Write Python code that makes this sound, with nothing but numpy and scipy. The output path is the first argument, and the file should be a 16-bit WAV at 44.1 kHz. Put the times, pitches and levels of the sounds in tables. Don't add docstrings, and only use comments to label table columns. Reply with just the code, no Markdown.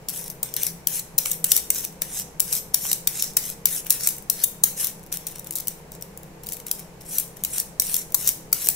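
import sys
import numpy as np
from scipy import signal
from scipy.fft import rfft, irfft
from scipy.io import wavfile
from scipy.ndimage import uniform_filter1d, minimum_filter1d

SR = 44100
rng = np.random.default_rng(int(sys.argv[2]) if len(sys.argv) > 2 else 0)


def persist_wave(psi):
    counts = np.round(np.clip(psi, -1, 1) * 32767).astype(np.int16)
    wavfile.write(sys.argv[1], SR, np.atleast_2d(counts).T)


def ratio(d):
    e = np.asarray(d, float) / 20
    return 10 ** e


N = 385875

# multiple, level_db
HUM_MULTIPLES = [(2, -5), (4, -4), (5, 0), (6, -5), (8, -10), (10, -8.5), (12, -9.5), (13, -8), (14, -6),
                 (15, -8), (16, -8.5), (17, -17), (19, -14), (23, -16), (27, -17)]
# frequency_hz, density_db (per Hz)
AIR_COLOUR = [(10, 1.5), (30, 0), (95, -13.5), (125, -4.5), (170, 4.5), (235, -9.5), (470, -8), (690, -9.5),
              (910, -9.5), (1300, -18), (2230, -18), (3480, -26.5), (5800, -26), (12000, -29.5),
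              (16000, -37)]
# frequency_hz, likeness (1 = same)
AIR_LIKENESS = [(60, 0.74), (180, 1), (550, 0.45), (1650, 0.19), (4970, -1), (15000, -1.7)]
# frequency_hz, left_minus_right_db
PORT_TILT = [(500, 0.2), (2400, 0.5), (6000, -1), (7300, -11), (9000, 1), (11600, 10), (13000, 12),
             (16000, 15.5)]
# frequency_hz, density_db (per Hz)
KNOCK_COLOUR = [(900, -84), (1500, -38), (3000, -12), (4600, -2.5), (5900, -2), (8000, 2.5), (10500, 4.5),
                (12300, 3.5), (15300, 6), (16500, 1)]
# frequency_hz, density_db (per Hz)
TEAR_COLOUR = [(2500, -44.5), (4400, -5), (5700, 2.5), (7000, 0), (8500, 5), (10500, 5.5), (13000, 0.5),
               (15500, -6), (16500, -9)]
# frequency_hz, level_db, t60_s
BLADE_MODES = [(3780, -21, .012), (5900, -14, .012), (8300, -19, .035), (10300, -20, .02),
               (11850, -26, .04), (12200, -14, .015), (13650, -25, .04)]
# frequency_hz, level_db, t60_s
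FRAME_MODES = [(900, -11, 0.0057), (1420, -20, 0.014), (1820, -12, 0.0011), (2270, -11, 0.012),
               (2880, -2.5, 0.0048)]
# frequency_hz, level_db, t60_s
FREE_BLADE_MODES = [(9950, -6, .13), (10520, -4, .18), (11820, 0, .28), (13650, -2, .24), (14920, -4, .2)]
# start_s, peak_db, pitch_hz
THUMPS = [(0.431, -21.5, 610), (1.183, -20.5, 630), (1.517, -15, 820), (2.019, -21, 605), (2.4, -26, 925),
          (2.852, -16, 710), (3.07, -29, 1010), (4.299, -35, 870), (4.639, -16, 780), (8.147, -14.5, 1000),
          (8.529, -24, 740)]
# start_s, level_db
RELEASES = [
    (0.3, -50),
    (1.315, -37),
    (2.527, -34),
    (2.565, -35),
    (2.93, -36),
    (3.905, -41),
    (4.3, -46),
    (4.437, -35),
    (8.29, -42),
]
# start_s, peak_db, rattle_ms, frame_db, skid_db
LANDINGS = [(0.0851, -10.5, 1.4, -16, -34), (0.4293, -11.5, 1.4, -23, -33), (0.5646, -9.5, 0.62, -3, -28),
            (0.8707, -3.5, 1, -10.5, -33), (1.1796, -6.5, 1.6, -15, -29.5), (1.4419, -4.5, 0.7, -14, -30),
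            (1.7019, -5.5, 1.8, -3, -45), (2.0181, -9, 1.46, -6, -33.5), (2.4016, -2, 1.35, -16, -36),
            (2.7427, -2, 1.5, -11, -29.5), (3.072, -2.5, 1.6, -7.5, -31.5), (3.3674, -3.5, 2.2, -6.5, -28),
            (3.6553, -0.5, 1.06, -11.5, -31), (3.904, 2.5, 1.15, -17, -26.5), (4.298, -3, 1.5, -16, -35),
            (4.6357, 1, 1.94, -9, -30.5), (5.125, -9, 0.74, -17, -36), (5.267, -13.5, 1.8, -12, -35.5),
            (5.681, -10, 0.89, -13, -39), (6.7122, -8.5, 1.47, -9, -48), (7.437, -7.5, 0.51, -13, -35.5),
            (7.7979, -1.5, 0.62, -18, -38), (8.144, -3.5, 0.94, -13, -42), (8.527, -3.5, 1.9, -4, -34)]
LANDING_LIFTS = [-8, 0.5, 1, -1.5, 4, 0, 0, -3.5, 0, -0.5, -5, -2, -0.5, -1, -1.5, -1.5, -6, -7, 1, -0.5,
                 -2, 2, -0.5, -0.5]
# start_s, peak_db, rattle_ms, frame_db
CATCHES = [(0.6318, -8, 1, -8.5), (0.666, -8.5, 1.1, -12), (0.9924, -14.5, 2.4, -20),
           (1.1847, -6, 1.25, -19), (1.257, -8.5, 1.04, 4), (1.3134, -11, 1.9, -22), (1.4451, -8, 0.7, -5),
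           (1.5166, 4.5, 1.58, -10), (1.5644, -3.5, 0.83, -9), (1.5754, -8, 0.98, -21),
           (1.8437, -14, 0.8, -14), (2.5254, -7, 1.5, -10), (2.5332, -9, 0.61, -9), (2.9144, -4.5, 1.1, -8),
           (2.929, -3, 1.3, -15), (3.2234, -2, 0.73, -26), (3.925, -13, 0.95, -14), (4.0718, -3, 1.26, -5),
           (4.087, -10.5, 1.2, -14), (4.4357, -6, 3.6, -13.5), (4.8438, -10, 1.1, -33),
           (4.8693, -12.5, 0.97, -30), (7.1825, -9.5, 1.4, -13), (7.198, -12.5, 1.1, -14),
           (7.448, -7.5, 1, -13), (7.5814, -8, 0.87, -9), (7.5997, -8, 0.71, -19),
           (7.942, -2.5, 0.91, -15.5), (8.274, -3, 1.2, -25), (8.6864, -2, 1, -6)]
CATCH_LIFTS = [-1, -3, -9, -1, -6, 1.5, 1, -7.5, -1, -3, -11, -8, -11, -11, -8, -7.5, 0, -1.5, 0, -1.5,
               -0.5, 1, 2, 2, -3.5, -4, -1, -7, -3, 3.5]
# start_s, peak_db, frame_db
FLICKS = [(0.094, -15, -16), (0.2798, -21, -18), (0.3003, -17.5, -16), (0.5392, -13.5, -13),
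          (0.8834, -18, -14), (1.849, -12.5, -4), (2.1974, -16, -2), (2.3973, -9.5, 0), (2.5516, -10, -11),
          (2.8527, -20, 11), (3.5001, -16.5, -14), (3.8467, -27.5, 1), (3.8666, -18.5, -1),
          (3.8979, -12, -22), (4.1657, -28, -10), (4.1822, -23, -0.5), (4.2233, -30, -17),
          (5.5234, -21.5, -24), (7.0519, -40, -18), (7.3692, -28, -14), (7.82, -11, -1.5),
          (7.9542, -13, -19), (7.9653, -8, -13), (8.1045, -33, -14), (8.1216, -22, -27),
          (8.1483, -4.5, -15), (8.2812, -12, -6), (8.2898, -1.5, -7), (8.6708, -11, 0), (8.7006, -13, -11)]
# start_s, peak_db, frame_db
TICKS = [(5.036, -34, -16), (5.0633, -33.5, -14), (5.1706, -17, -16), (5.3577, -26, -16), (5.394, -20, -18),
         (5.444, -26, -16), (5.4698, -21.5, -8), (5.5076, -15, -7), (5.5541, -12.5, -19),
         (5.5594, -14, -16), (5.5692, -19, -16), (5.584, -17, -16), (5.5997, -17.5, -13),
         (5.6715, -14.5, -8.5), (5.9182, -25, -16), (6.0102, -29, -20), (6.023, -20, -13),
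         (6.1739, -23, -22), (6.2314, -30, -28), (6.434, -27.5, -16), (6.4678, -18.5, -11),
         (6.488, -17.5, -8), (6.4984, -28, -16), (6.5212, -15, -12), (6.5344, -18, -7),
         (6.5677, -24.5, 4.5), (6.6, -25.5, 0), (6.6658, -18.5, -4), (6.682, -23, -12), (6.7934, -24, -16)]
# start_s, peak_db
SNAPS = [(0.1008, -16), (0.176, -19.0), (0.2125, -22.0), (0.2412, -22), (0.2673, -33.0), (0.3055, -24.0),
         (0.3132, -28.0), (0.458, -28), (0.6224, -20), (0.6523, -18), (1.3312, -15), (1.3996, -36),
         (1.4673, -16), (1.508, -15.0), (1.7471, -14), (1.8583, -24), (1.9248, -35.0), (3.2421, -11),
         (3.335, -29), (3.4618, -19.0), (3.4897, -22), (7.0939, -27.0), (7.2778, -31.0), (7.366, -36),
         (7.8677, -15), (8.1375, -40), (8.518, -32), (8.5451, -19), (8.5542, -24), (8.6597, -13.0)]
# start_s, peak_db
CRACKLES = [(4.9945, -35.0), (5.0306, -34.0), (5.0699, -36), (5.132, -15), (5.1399, -15), (5.1477, -21.0),
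            (5.1573, -22), (5.2739, -17), (5.2845, -21), (5.31, -27.0), (5.3152, -27.0), (5.3218, -28.0),
            (5.3832, -25), (5.5297, -23), (5.5366, -22), (5.5646, -17.0), (5.5761, -20), (5.6051, -18.0),
            (5.6534, -36), (5.9509, -28), (6.4425, -32), (6.4626, -27), (6.51, -26), (6.5305, -17),
            (6.5432, -25), (6.7991, -23.0), (7.0188, -31)]
# bite_s, deepest_s, leave_s, deepest_db, swell_db
CUTS = [(0.13, 0.183, 0.27, -30, 6), (0.575, 0.62, 0.7, -24.5, 14), (.9, 0.948, 1, -24.5, 8),
        (1.204, 1.268, 1.37, -28, 13), (1.476, 1.567, 1.59, -24, 10), (1.718, 1.766, 1.88, -25, 12),
        (2.083, 2.176, 2.22, -26, 12.5), (2.463, 2.537, 2.59, -23.5, 14.5), (2.81, 2.872, 2.96, -25, 8),
        (3.12, 3.189, 3.31, -24.5, 8), (3.405, 3.455, 3.53, -28.5, 11), (3.66, 3.762, 3.8, -24, 9),
        (3.995, 4.044, 4.15, -24.5, 8.5), (4.352, 4.44, 4.43, -24.5, 11.5), (4.764, 4.81, 4.9, -21.5, 14.5),
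        (5.51, 5.535, 6.1, -44, 3), (5.92, 5.932, 5.965, -41, 10), (6.01, 6.025, 6.3, -45, 1),
        (6.468, 6.535, 6.62, -40, 5), (6.718, 6.74, 6.95, -43, 3), (7.048, 7.157, 7.25, -27, 15.5),
        (7.499, 7.565, 7.615, -24.5, 13.5), (7.804, 7.956, 8.02, -26, 6.5), (8.17, 8.278, 8.31, -23, 12.5),
        (8.547, 8.645, 9.3, -25, 8)]
# start_s,
# length_s, level_db
RUSTLES = [(0.273, .06, -46), (1.317, 0.028, -38), (1.84, 0.024, -41), (2.016, .004, -25.5),
           (2.739, .004, -27), (3.86, 0.025, -36.5), (5.119, 0.042, -36), (5.356, 0.1, -44.5),
           (5.463, 0.026, -42), (5.571, 0.067, -38.5), (6.238, 0.15, -57), (6.434, .03, -46),
           (6.664, .045, -39), (6.786, .04, -43), (7.008, 0.026, -45), (7.363, 0.07, -47.5)]


def rms_one(x):
    return x / np.sqrt(np.mean(x ** 2) + 1e-20)


def unit(response):
    return response / np.linalg.norm(response, axis=-1, keepdims=True)


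def at_hz(points, hz):
    point_hz, value = np.array(points).T
    return np.interp(np.log(hz + 1), np.log(point_hz), value)


def coloured(x, points, scale=1, size=2048):
    cepstrum = irfft(scale * at_hz(points, np.fft.rfftfreq(size, 1 / SR)) * np.log(10) / 20)
    cepstrum[1:size // 2] *= 2
    cepstrum[size // 2 + 1:] = 0
    response = irfft(np.exp(rfft(cepstrum)))
    if scale == 1:
        response = unit(response)
    response = response.reshape((1,) * (x.ndim - 1) + (-1,))
    return signal.oaconvolve(x, response, axes=-1)[..., :x.shape[-1]]


def filtered(x, hz, kind):
    return signal.sosfilt(signal.butter(2, hz, kind, fs=SR, output="sos"), x)


def evened(x, width_hz=1500):
    spectrum = rfft(x)
    humps = uniform_filter1d(np.abs(spectrum) ** 2, size=int(width_hz * x.shape[-1] / SR), axis=-1)
    flat = irfft(spectrum / np.sqrt(humps + 1e-20), x.shape[-1])
    flat[..., -64:] = 0
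    return unit(flat)


def drift(rate, step=1):
    r = np.exp(-80 * np.pi * rate / SR)
    slow = signal.lfilter([1], [1, -2 * r, r * r], rng.standard_normal(N // 40 + 2002))[2000:]
    return np.interp(np.arange(0, N, step) / 40, np.arange(len(slow)), rms_one(slow))


def grains(per_s, spread_db, shape):
    sizes = ratio(spread_db * np.minimum(rng.exponential(1, shape), 5)) * rng.choice([-1, 1], shape)
    return rms_one(sizes * (rng.random(shape) < per_s / SR))


def ring(modes, count, spread_db, size=4096, slack=0.032):
    hz, db, t60 = np.transpose(modes)[:, :, None]
    t = np.arange(size) / SR
    decay = ratio(db - 60 * t / t60)
    grips = np.array([decay * np.sin(2 * np.pi * hz * shift * t) for shift in (1 - slack, 1, 1 + slack)])
    shape = (count, len(modes))
    strengths = ratio(rng.normal(0, spread_db, shape)) * rng.choice([-1, 1], shape)
    grip = rng.choice(3, count, p=[.2, .6, .2])
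    return np.einsum("km,kmt->kt", strengths, grips[grip])


def refrigerator():
    step, compressor_hz, hum_db = 10, 33.07, -48
    speed = compressor_hz * (1 + .002 * drift(1.5, step))
    turn = 2 * np.pi * np.cumsum(speed) * step / SR
    out = 0
    for multiple, db in HUM_MULTIPLES:
        start = rng.uniform(0, 2 * np.pi)
        skew = rng.normal(0, 0.043) * multiple
        phase = multiple * turn + start + (.3 + .025 * multiple) * drift(4.0, step)
        out = out + ratio(db + 3.1 * drift(6.0, step)) * np.sin(phase + skew * np.array([[.5], [-.5]]))
    hum = signal.resample_poly(out, step, 1, axis=1)[:, :N]
    return ratio(hum_db) * rms_one(hum) * ratio(np.array([[.4], [-.4]]))


def air():
    air_db = -46
    mid, side = (rfft(coloured(noise, AIR_COLOUR)) for noise in rng.standard_normal((2, N)))
    alike = np.clip(at_hz(AIR_LIKENESS, np.fft.rfftfreq(N, 1 / SR)), 0, 1)
    both = np.sqrt(1 + alike) * mid + np.sqrt(1 - alike) * side * [[1], [-1]]
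    return ratio(air_db) * rms_one(irfft(both, N))


def kitchen(count):
    wall_t60_s, treble_t60_s, wall_db = .44, .28, -8
    early_t60_s, early_db = .008, -1
    t, size = np.arange(int(.25 * SR)) / SR, 512
    walls = rng.standard_normal((count, 2, len(t)))
    dull = uniform_filter1d(walls, size=3, axis=-1)
    walls = dull * ratio(-60 * t / wall_t60_s) + (walls - dull) * ratio(-60 * t / treble_t60_s)
    out = ratio(wall_db) * unit(walls * np.minimum(t / .008, 1))
    t = t[:size]
    scatter = rng.standard_normal((count, 2, size)) * ratio(-60 * t / early_t60_s) * (t > .0001)
    early = ratio(early_db) * unit(scatter)
    direct = t == 0
    out[..., :size] += evened(early + direct) * np.hypot(1, ratio(early_db))
    return out


def in_kitchen(times, sounds):
    heard = signal.fftconvolve(sounds[:, None], kitchen(len(times)), axes=-1)
    length = heard.shape[-1]
    out = np.zeros((2, N + length))
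    for s, sound in zip(times, heard):
        start = round(s * SR)
        out[:, start:start + length] += sound
    return out[:, :N]


def thumps():
    s, db, hz = np.transpose(THUMPS)[:, :, None]
    t = np.arange(1024) / SR
    phase = 2 * np.pi * hz * (t + 0.00053 * (1 - np.exp(-t / 0.0003)))
    level = ratio(db - 9.5 - 60 * t / 0.012) * np.minimum(t / 0.00066, 1)
    return in_kitchen(s[:, 0], level * np.sin(phase))


def singing():
    s, db = np.transpose(RELEASES)
    rings = ring(FREE_BLADE_MODES, len(s), spread_db=0.5, size=16384, slack=0)
    return in_kitchen(s, ratio(db)[:, None] * rings)


def contacts():
    rows = [(*row[:4], lift_db) for row, lift_db in zip(LANDINGS + CATCHES, LANDING_LIFTS + CATCH_LIFTS)]
    for table, rattle_ms, lift_db in ((FLICKS, 0.58, 0), (TICKS, 0.97, -3.5)):
        rows += [(s, db, rattle_ms, frame_db, lift_db) for s, db, frame_db in table]
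    rows += [(s, db, 0.44, -23, -2) for s, db in SNAPS + CRACKLES]
    knock_db = 2.5
    return np.array(rows) + [0, knock_db, 0, 0, 0]


def knocks():
    crack_db, blade_db, frame_level_db, lift_hz = -9.5, -24.5, -30.5, 9530
    s, db, rattle_ms, frame_db, lift_db = contacts().T[:, :, None]
    count, size = len(s), 2048
    length = np.clip(rattle_ms, .3, 4) * SR / 1000
    age = np.arange(size) / length
    shape = np.minimum(age / 0.74, 1) * np.exp(-(age / 2.55) ** 2.8)
    chatter = grains(16000, 2.65, (count, size)) * shape
    burst = evened(chatter + 1e-12) * np.sqrt(length) * ratio(db)
    blade_ring = ring(BLADE_MODES, count, spread_db=3.0, size=size)
    blade = signal.fftconvolve(burst, blade_ring, axes=1)[:, :size]
    frame_ring = ring(FRAME_MODES, count, spread_db=2.5, size=size)
    frame = signal.fftconvolve(burst * ratio(frame_db), frame_ring, axes=1)[:, :size]
    metal = ratio(crack_db) * coloured(burst, KNOCK_COLOUR) + ratio(blade_db) * blade
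    treble = filtered(metal, lift_hz, "high")
    low = filtered(metal, lift_hz, "low")
    return in_kitchen(s[:, 0], low - treble * ratio(lift_db) + ratio(frame_level_db) * frame)


def pressure():
    skid_s, skid_fade_db_per_s, skid_dull_db = 0.14, 127, -12
    ease_db_per_s, cut_dull_db, rustle_swell_db = 105, -17, -9
    lift_s, lift_db = 0.026, 25
    strokes = [(s, s, s + skid_s, db, 0, skid_fade_db_per_s, skid_dull_db) for s, *_, db in LANDINGS]
    strokes += [(*cut, ease_db_per_s, cut_dull_db) for cut in CUTS]
    strokes += [(s, s + length / 4, s + length, db, rustle_swell_db, ease_db_per_s, skid_dull_db)
                for s, length, db in RUSTLES]
    t, power, dull = np.arange(N) / SR, np.zeros(N), np.zeros(N)
    for bite, deepest, leave, db, swell_db, ease, dull_db in strokes:
        at = slice(round(bite * SR), round((leave + lift_s) * SR))
        last_db = db - ease * (leave - deepest)
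        corners_s = [bite, deepest, leave, leave + lift_s]
        corners_db = [db - swell_db, db, last_db, last_db - lift_db]
        shape = ratio(np.interp(t[at], corners_s, corners_db)) ** 2
        power[at] += shape
        dull[at] += shape * ratio(dull_db) ** 2
    return np.sqrt(power), np.sqrt(dull / (power + 1e-20))


def tearing():
    wander_db, firm_db = 2.8, -29
    treble_follows = 0.31
    level, dull = pressure()
    clumps = ratio(1.2 * drift(45) + 2.0 * drift(250))
    crackle = grains(10000, 2.9, N) * uniform_filter1d(level, size=300) * clumps
    bright = coloured(crackle, TEAR_COLOUR)
    level_db = 20 * np.log10(uniform_filter1d(level, size=2000) + 1e-4)
    light_db = treble_follows * np.minimum(level_db - firm_db, 0)
    edges_hz = np.geomspace(3500, 18000, 7)
    torn = 0
    for k, band_hz in enumerate(zip(edges_hz, edges_hz[1:])):
        gain = ratio(wander_db * drift(6.5) + light_db * k / 5)
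        torn = torn + filtered(bright, band_hz, "band") * gain * (-1) ** k
    dull_crackle = filtered(crackle * dull, [1500, 4800], "band")
    torn = ratio(-8.5) * torn + ratio(5.0) * dull_crackle
    size = 2048
    pieces = np.pad(torn, (0, -N % size)).reshape(-1, size)
    return in_kitchen(np.arange(len(pieces)) * size / SR, pieces)


def scene():
    return refrigerator() + air() + thumps() + singing() + knocks() + tearing()


def band_limit(x):
    return signal.sosfilt(signal.butter(12, 16740, fs=SR, output="sos"), x)


def record(dry):
    ceiling, cutoff_hz, top_hz, top_gate_db = 1.49, 15700, 16600, -25
    ports = np.array([coloured(side, PORT_TILT, scale=half) for side, half in zip(dry, (.5, -.5))])
    headroom = minimum_filter1d(ceiling / np.maximum(np.abs(ports), ceiling), size=41, axis=1)
    ports = ports * uniform_filter1d(headroom, size=31, axis=1)
    body, whole = (signal.sosfiltfilt(signal.ellip(8, .1, 40, hz, fs=SR, output="sos"), ports)
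                   for hz in (cutoff_hz, top_hz))
    top = whole - body
    passes = uniform_filter1d(top ** 2, size=256, axis=1) > ratio(top_gate_db) ** 2
    mix = body + .3 * top * uniform_filter1d(1. * passes, size=128, axis=1)
    return band_limit(np.clip(mix, -1, 1))


dry = scene()
out = record(dry)
persist_wave(out)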